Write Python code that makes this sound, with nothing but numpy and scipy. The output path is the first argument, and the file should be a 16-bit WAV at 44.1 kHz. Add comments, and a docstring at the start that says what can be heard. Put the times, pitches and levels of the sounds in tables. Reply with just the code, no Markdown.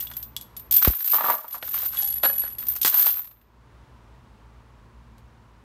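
"""A driveway in the open air, one microphone close by, an engine humming far off.
Two heavy steel chains are pulled off an engine block and dropped. Their links clack together
and ring very high, in a rattle that thickens as they move harder. The slack piles up and lands
with a dull thump; links knock on a wooden pallet and on the block, and a loose steel part
rings once. The ground and parked cars return faint echoes."""
import sys
import numpy as np
from scipy import signal
from scipy.fft import rfft, irfft
from scipy.io import wavfile
from scipy.ndimage import uniform_filter1d

SR = 44100
rng = np.random.default_rng(int(sys.argv[2]) if len(sys.argv) > 2 else 0)


def wav_out(sig):
    """Save sig, one row per channel (or a flat mono array), as 16-bit PCM at SR to the path in sys.argv[1]."""
    wavfile.write(sys.argv[1], SR, np.round(np.clip(np.atleast_2d(sig).T, -1, 1) * 32767).astype(np.int16))


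N = 248704
TIME = np.arange(N) / SR
AGE = TIME[:SR // 5]   # seconds since a contact


def from_db(db):
    """Decibels to gain."""
    return 10 ** (np.asarray(db) / 20)


def rms_one(x):
    """Each row scaled to rms 1."""
    return x / np.sqrt(np.mean(x ** 2, axis=-1, keepdims=True) + 1e-20)


def in_time(curve):
    """A curve's value at every sample."""
    return np.interp(TIME, *np.transpose(curve))


def noise(spectrum, shape):
    """Noise of a given colour, rms 1."""
    hz, db = np.transpose(spectrum)
    bins = np.fft.rfftfreq(shape[-1], 1 / SR) + 1e-3
    gain = from_db(np.interp(np.log(bins), np.log(hz), db)) * np.minimum(bins / hz[0], 1) ** 2
    return rms_one(irfft(rfft(rng.standard_normal(shape)) * gain, shape[-1]))


def add(out, at, wave):
    """Mixes a wave in from a given sample on."""
    out[at:at + len(wave)] += wave[:N - at]


def bursts(spectrum, t60, tail_db, tail_t60, count=48):
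    """Unpitched contacts: noise with a quick decay and a slower tail, no two alike."""
    fade = from_db(-60 * AGE / t60) + from_db(tail_db - 60 * AGE / tail_t60)
    return rms_one(noise(spectrum, (count, len(AGE))) * fade)


def rings(modes, detune, uneven_db, rise_s, grip_s, free_db, count=48):
    """Struck bodies: uneven modes build up, are choked by the touching links, then ring on weakly."""
    out = 0
    for hz, db, t60 in modes:
        shift, strength, sign = rng.standard_normal((3, count, 1))
        fade = np.sign(sign) * from_db(db + uneven_db * strength) * from_db(-60 * AGE / t60)
        out = out + fade * np.sin(2 * np.pi * hz * (1 + detune * shift) * AGE)
    rise = 1 - np.exp(-AGE / rise_s)
    choke = np.exp(-AGE / grip_s) + from_db(free_db)
    return rms_one(out * rise * choke)


# Far engine, its harmonics: multiple, level/dB (levels in all tables are relative)
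ENGINE_HARMONICS = [(1, -5), (2, -8.5), (4, -19)]
# Its slow swell and fade: t/s, level/dB
ENGINE_SWELL = [(0, -41.5), (.8, -50.5), (2.7, -46.5), (3.9, -47.5), (4.7, -45), (5.25, -43), (5.6, -51.5)]
# Open air all around the microphone: f/Hz, level/dB
AIR_SPECTRUM = [(15, -47.5), (25, -36.5), (40, -14.5), (62, -1), (86, -12.5), (118, -9), (196, -17),
                (231, -10), (257, -18.5), (354, -19), (769, -24), (952, -18), (1540, -27), (2430, -32.5),
                (15000, -54.5)]
# Air and engine sink under the loud rattling and recover: t/s, level/dB
BACKGROUND_DIPS = [(0, -5.5), (.8, -2.5), (.95, -33), (1.38, -27.5), (1.65, -7.5), (2.05, -5.5),
                   (2.3, -3.5), (2.75, -5), (3.1, -12.5), (3.4, -13), (3.75, -4), (5.6, -5.5)]
def air_and_engine(air_db, hum_hz, waver_hz):
    """Outdoor air and the wavering hum of a far engine."""
    waver = noise([(1, 2.0), (8, 0.5), (30, -27.0), (200, -92.0)], (N,))
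    phase = 2 * np.pi * np.cumsum(hum_hz + waver_hz * waver) / SR
    swell_db = in_time(ENGINE_SWELL)
    hum = np.sqrt(2) * sum(from_db(db + swell_db) * np.sin(k * phase) for k, db in ENGINE_HARMONICS)
    air = from_db(air_db) * noise(AIR_SPECTRUM, (N,))
    return (hum + air) * from_db(in_time(BACKGROUND_DIPS))


# Close up, the clack of link on link and the dull clatter of what lies beneath: f/Hz, level/dB
CLACK_SPECTRUM = [(900, -18.5), (1600, -11.5), (2300, -5.5), (3300, 2.5), (4400, 4), (6300, 2.5),
                  (8300, 2.5), (10500, 2.5), (13000, 7.5), (15500, -5.5)]
CLATTER_SPECTRUM = [(130, -15), (300, -25.5), (600, -7), (1000, 1), (1550, 2), (2200, -6.5), (4000, -6.5),
                    (8000, -39)]
# Modes of the steel links: f/Hz, level/dB, t60/s
LONG_CHAIN_MODES = [(4158, -30.5, 0.0049), (4330, -26.5, 0.01195), (8100, -40.5, .06), (12810, 2.5, .14),
                    (13800, 0.5, 0.17), (14330, -4.5, 0.1113), (14700, -9.5, .11)]
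SHORT_CHAIN_MODES = [(3200, -25.5, 0.1), (6100, -35.5, 0.12), (7230, -22, .2), (9300, -16, 0.16),
                     (9700, -28.5, 0.092), (9680, -16.5, .15), (11470, 7.5, 0.21), (11536, 9, 0.11),
                     (11900, 9, .14)]
PING_MODES = [(2900, -7.5, 0.024), (3397, -0.5, 0.072), (3715, -4, 0.012), (7750, -16.5, .08),
              (11700, -7, .04)]   # a hard-struck link bends
JANGLE_MODES = [(1938, -4, 0.017), (3252, -2.5, 0.079), (4495, -1, 0.017), (7010, 0, .07)]   # pinched links ring briefly, at a new pitch for every grip
def link_sounds():
    """The parts of a link contact, many of each: two noisy impacts and four kinds of ringing steel."""
    clack = bursts(CLACK_SPECTRUM, t60=.005, tail_db=-7.5, tail_t60=.091)
    clatter = bursts(CLATTER_SPECTRUM, t60=.014, tail_db=14.5, tail_t60=.036)
    long_ring = rings(LONG_CHAIN_MODES, detune=.007, uneven_db=4, rise_s=.0017, grip_s=.003, free_db=-8)
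    short_ring = rings(SHORT_CHAIN_MODES, detune=.0013, uneven_db=4.5,
                       rise_s=.0013, grip_s=.0021, free_db=-8)
    ping = rings(PING_MODES, detune=.004, uneven_db=2, rise_s=.0005, grip_s=.005, free_db=-6)
    jangle = rings(JANGLE_MODES, detune=.16, uneven_db=4, rise_s=.0003, grip_s=.0027, free_db=-14.5)
    return clack, clatter, long_ring, short_ring, ping, jangle


BRISK_DB = -29.5   # vigour at which a rattle's part_db and per_s hold
CROWDING = .45   # dB of contact rate per dB of vigour
def rattle(movements, parts, part_db, follows, per_s, spread_db, even_s):
    """Moving chain: random contacts, many light and a few hard, faster and louder with more vigour."""
    chance = rng.random(N)
    strength = from_db(spread_db * rng.standard_normal(N))
    link = rng.integers(0, len(parts[0]), N)
    out = np.zeros(N)
    for movement in movements:
        s, vigour_db = np.transpose(movement)
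        span = np.flatnonzero((TIME >= s[0]) & (TIME <= s[-1]))
        excess_db = np.interp(TIME[span], s, vigour_db) - BRISK_DB
        rate = per_s * from_db(CROWDING * excess_db)
        sizes = strength[span] * (chance[span] < rate / SR)
        power = np.abs(uniform_filter1d(sizes ** 2, int(even_s * SR))) + 1e-9
        sizes = sizes / np.sqrt(power * len(AGE))   # evened out, so vigour sets the loudness
        for k in np.flatnonzero(sizes):
            # each part follows the vigour by its own share
            gains = sizes[k] * from_db(np.array(part_db) + np.array(follows) * excess_db[k])
            add(out, span[k], sum(g * part[link[span[k]]] for g, part in zip(gains, parts)))
    return out


def clinks(events, parts, trim_db):
    """Hard contacts that stand out of the rattle."""
    out = np.zeros(N)
    for k, (s, *levels) in enumerate(events):
        gains = from_db(np.add(levels, trim_db))
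        add(out, int(s * SR), sum(g * part[k % len(part)] for g, part in zip(gains, parts)))
    return out


# Long chain near the microphone, the vigour of its five movements: t/s, level/dB
STIR = [(0, -25), (.045, -34.5), (.09, -57), (.16, -44), (.2, -43), (.235, -69), (.28, -66)]
FIRST_THROW = [(0.715, -24.5), (0.767, -11), (0.817, -25), (0.827, -12), (0.873, -21), (0.983, -29.5),
               (1.149, -12.5), (1.191, -27), (1.301, -19.5), (1.473, -50.5), (1.48, -34)]
GATHERING = [(1.48, -38.5), (1.572, -40), (1.614, -60), (1.63, -33.5), (1.75, -26), (1.846, -26),
             (1.856, -19.5), (1.9, -40), (2.038, -39.5), (2.222, -52), (2.258, -37), (2.56, -56.5)]
SWING = [(2.585, -30.5), (2.679, -42), (2.687, -25.5), (2.767, -30), (2.8, -48.5)]
SECOND_THROW = [(2.82, -31), (2.838, -45), (2.862, -13.5), (2.932, -26.5), (2.984, -12.5), (3.104, -20),
                (3.328, -54), (3.356, -79.5), (3.42, -60.5)]
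# Its hard contacts: t/s, clack level/dB, ring level/dB, clatter level/dB
LONG_CLINKS = [(.1012, -43, -36, -52), (.1143, -29, -53, -40.5), (.167, -25, -24.5, -50),
               (.228, -24.5, -29, -60), (.5964, -31.5, -37, -58), (.7108, -12, -15.5, -66),
               (.7237, -9, -16, -61.5), (.7398, -12.5, -13.5, -56), (.7674, -13, -17.5, -55),
               (.8187, -21, -26, -35), (.8245, -19, -22, -27.5), (.8488, -15, -25.5, -22.5),
               (.9333, -52, -48, -39.5), (1.0058, -28.5, -33, -42.5), (1.08, -18.5, -40, -42),
               (1.6265, -28, -39, -33.5), (1.6796, -26, -45, -41), (1.7422, -18.5, -22, -33),
               (1.7768, -27.5, -29.5, -39), (2.6267, -39, -32.5, -44), (2.668, -22.5, -26, -55.5),
               (2.6837, -38, -15.5, -69), (2.7632, -19, -30, -43), (2.815, -11, -16, -56),
               (2.831, -7.5, -23, -52.5), (2.8479, -5, -17.5, -21.5), (2.9424, -17, -12.5, -32),
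               (3.0241, -12.5, -65, -55), (3.068, -12, -15.5, -27), (3.1704, -46, -24, -43),
               (3.1925, -52, -24, -42), (5.1816, -45.5, -75, -61.5)]
def long_chain(ring, clack, jangle, clatter):
    """The long chain is thrown twice; its links strike each other and what lies beneath."""
    movements = [STIR, FIRST_THROW, GATHERING, SWING, SECOND_THROW]
    rattling = rattle(movements, [ring, clack, jangle, clatter], part_db=[-31.5, -49, -54.5, -55.5],
                      follows=[1, .8, .96, .37], per_s=330, spread_db=5.5, even_s=.028)
    return rattling + clinks(LONG_CLINKS, [clack, ring, clatter], trim_db=[-30, -15, -15])


# Short chain, just as near, its vigour as it is drawn off the block: t/s, level/dB
SHORT_PULL = [(1.5, -39), (1.538, -32.5), (1.566, -42), (1.964, -28.5), (1.986, -20), (2.226, -29),
              (2.248, -15), (2.362, -27), (2.384, -19), (2.578, -47), (2.588, -33.5), (2.66, -59)]
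# Its hard contacts: t/s, clack level/dB, ring level/dB, ping level/dB
SHORT_CLINKS = [(.0074, -19.5, -37, -47), (.0706, -32, -83, -41), (.1364, -31, -44, -47),
                (.3652, -15.5, -64, -33), (.412, -25.5, -39.5, -72), (.4236, -36, -49, -65),
                (.5665, -24.5, -31.5, -58), (1.5249, -47, -27.5, -67), (1.9704, -30, -29, -36.5),
                (1.9875, -29.5, -19, -46.5), (2.0228, -14.5, -30.5, -46.5), (2.0449, -26, -21, -52),
                (2.0754, -17.5, -22.5, -49), (2.1254, -24.5, -23.5, -49), (2.2347, -19, -16.5, -42.5),
                (2.2482, -20, -14.5, -53.5), (2.3813, -39.5, -26, -111), (2.5847, -26, -25.5, -50)]
def short_chain(ring, clack, jangle, ping):
    """The short chain clinks a few times, then jingles link on link as it slides off the block."""
    jingling = rattle([SHORT_PULL], [ring, clack, jangle], part_db=[-33, -55, -55],
                      follows=[1, .6, .7], per_s=160, spread_db=2.5, even_s=.038)
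    return jingling + clinks(SHORT_CLINKS, [clack, ring, ping], trim_db=[-29, -14, -12])


# Loose links heaping on the ground or the block: t/s, length/s, clatter level/dB, clack level/dB
PILE_UPS = [(0.845, 0.037, -33, -31.5), (1.145, 0.18, -37.5, -49), (1.522, 0.036, -50, -45),
            (1.745, 0.11, -43.5, -41.5), (1.923, 0.079, -43.5, -40.5), (2.231, 0.026, -26, -42.5),
            (2.412, 0.065, -46.5, -54.5), (2.853, 0.023, -29.5, -20), (2.919, 0.18, -38.5, -37)]
def pile_ups(clatter, clack, settle_s, settle_db):
    """Slack piles up: a crash that starts at once, holds while links keep arriving, then settles."""
    def course(s, length, db):
        return [(s, db), (s + length, db), (s + length + settle_s, db - settle_db)]
    on_ground = [course(s, length, db) for s, length, db, _ in PILE_UPS]
    on_links = [course(s, length, db) for s, length, _, db in PILE_UPS]
    dull = rattle(on_ground, [clatter], part_db=[-32], follows=[1], per_s=700, spread_db=7.5, even_s=.02)
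    bright = rattle(on_links, [clack], part_db=[-32], follows=[1], per_s=800, spread_db=6, even_s=.03)
    return dull + bright


# Slack landing nearby, once hard, twice lightly: t/s, level/dB, boom f/Hz, added slap f/Hz, length/s
THUMPS = [(0.8747, -11.5, 47.4, 1140, 0.021), (0.9015, -29.5, 130, 900, .005),
          (2.849, -24, 141, 1514, 0.004)]
def thumps(sweep_s):
    """The slack lands in a heap: a slap whose pitch falls at once to a short, heavy boom."""
    out = np.zeros(N)
    for s, db, boom_hz, slap_hz, length_s in THUMPS:
        hz = boom_hz + slap_hz / (1 + AGE / sweep_s) ** 2
        fade = from_db(db) / (1 + (AGE / length_s) ** 4)
        add(out, int(s * SR), fade * np.sin(2 * np.pi * np.cumsum(hz) / SR))
    return out


def knocks(events, modes, colour, ring_db, thud_db, thud_t60):
    """Links hit a larger body: a noisy thud and the body's modes."""
    ring = rings(modes, detune=.004, uneven_db=3, rise_s=.0006, grip_s=.006, free_db=-6, count=16)
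    thud = bursts(colour, thud_t60, tail_db=-18, tail_t60=.11, count=16)
    waves = from_db(ring_db) * ring + from_db(thud_db) * thud
    out = np.zeros(N)
    for (s, db), wave in zip(events, waves):
        add(out, int(s * SR), from_db(db) * wave)
    low_cut = signal.butter(3, 140, "high", fs=SR, output="sos")   # the knocks carry no deep bass
    return signal.sosfilt(low_cut, out)


# Wooden pallet close by, links falling on it: t/s, level/dB
PALLET_KNOCKS = [(1.134, -19.5), (1.144, -19), (1.184, -20), (1.208, -16.5), (1.243, -17), (1.26, -18.5),
                 (1.285, -15), (1.298, -11), (1.339, -24.5), (1.389, -33.5), (1.444, -31.5), (1.545, -27.5)]
# Its modes: f/Hz, level/dB, t60/s
PALLET_MODES = [(540, -11, 0.054), (629, -8.5, 0.3), (842, -3, 0.058), (955, 7, 0.1), (1162, 9.5, 0.061),
                (1320, -3, 0.067), (1730, -1, 0.037)]
# Its thud: f/Hz, level/dB
WOOD_SPECTRUM = [(100, -52), (220, -4.5), (400, -11.5), (650, 3.5), (1150, 4.5), (1700, -5), (2600, -14.5),
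                 (6000, -28)]
def pallet():
    """Falling links drum on the wood, which answers with a thud and a low ring."""
    return knocks(PALLET_KNOCKS, PALLET_MODES, WOOD_SPECTRUM, ring_db=-21.5, thud_db=-25.5, thud_t60=.17)


# Engine block close by, links striking it: t/s, level/dB
BLOCK_KNOCKS = [(1.627, -28), (1.83, -35), (2.235, -15), (2.252, -14), (2.297, -21.5), (2.437, -28)]
# Its modes: f/Hz, level/dB, t60/s
BLOCK_MODES = [(238, -9.5, .06), (393, -10.5, 0.069), (530.6, -1, .13), (635, 2, .06), (810, -2.5, .14),
               (946, -9, 0.095), (1150, -8, .14), (1353, -8.5, 0.091), (1440, -11.5, .12), (1665, 0, 0.084),
               (2530, -14, 0.102), (3180, -13.5, .1), (4340, -8.5, 0.079)]
def engine_block():
    """Passing links strike the block, whose many modes die quickly."""
    return knocks(BLOCK_KNOCKS, BLOCK_MODES, CLATTER_SPECTRUM, ring_db=-24.5, thud_db=-33.5, thud_t60=.03)


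# Loose steel part beside the chain, its one knock: t/s, level/dB
STEEL_KNOCK = [(2.023, -33)]
# Its modes: f/Hz, level/dB, t60/s
STEEL_MODES = [(791, -4.5, 0.38), (1712, -11.5, .4), (2880, -17.5, .3), (3241, -12, .25)]
def loose_steel():
    """A loose steel part rings once as the chain slips past."""
    return knocks(STEEL_KNOCK, STEEL_MODES, CLATTER_SPECTRUM, ring_db=-19, thud_db=-35.5, thud_t60=.02)


def driveway(direct, wet_db, t60):
    """Adds faint scattered echoes from the ground and parked cars."""
    age = TIME[:SR // 2]
    echoes = rng.standard_normal(len(age)) * from_db(-60 * age / t60) * (age > .004)
    return direct + from_db(wet_db) * signal.fftconvolve(direct, echoes / np.linalg.norm(echoes))[:N]


def scene():
    """At the microphone, in mono: chains, knocks and thumps close up, air and engine behind."""
    clack, clatter, long_ring, short_ring, ping, jangle = link_sounds()
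    chains = long_chain(long_ring, clack, jangle, clatter)
    chains += short_chain(short_ring, clack, jangle, ping)
    chains += pile_ups(clatter, clack, settle_s=.03, settle_db=25)
    struck = pallet() + engine_block() + loose_steel()
    near = driveway(chains + struck, wet_db=-16, t60=.41) + thumps(sweep_s=.0013)
    far = air_and_engine(air_db=-49, hum_hz=57.1, waver_hz=2.3)
    return (near + far)[None]


def record(dry):
    """The treble is cut steeply above 15750 Hz."""
    return signal.sosfilt(signal.ellip(12, .1, 80, 15750, fs=SR, output="sos"), dry)


dry = scene()
out = record(dry)
wav_out(out)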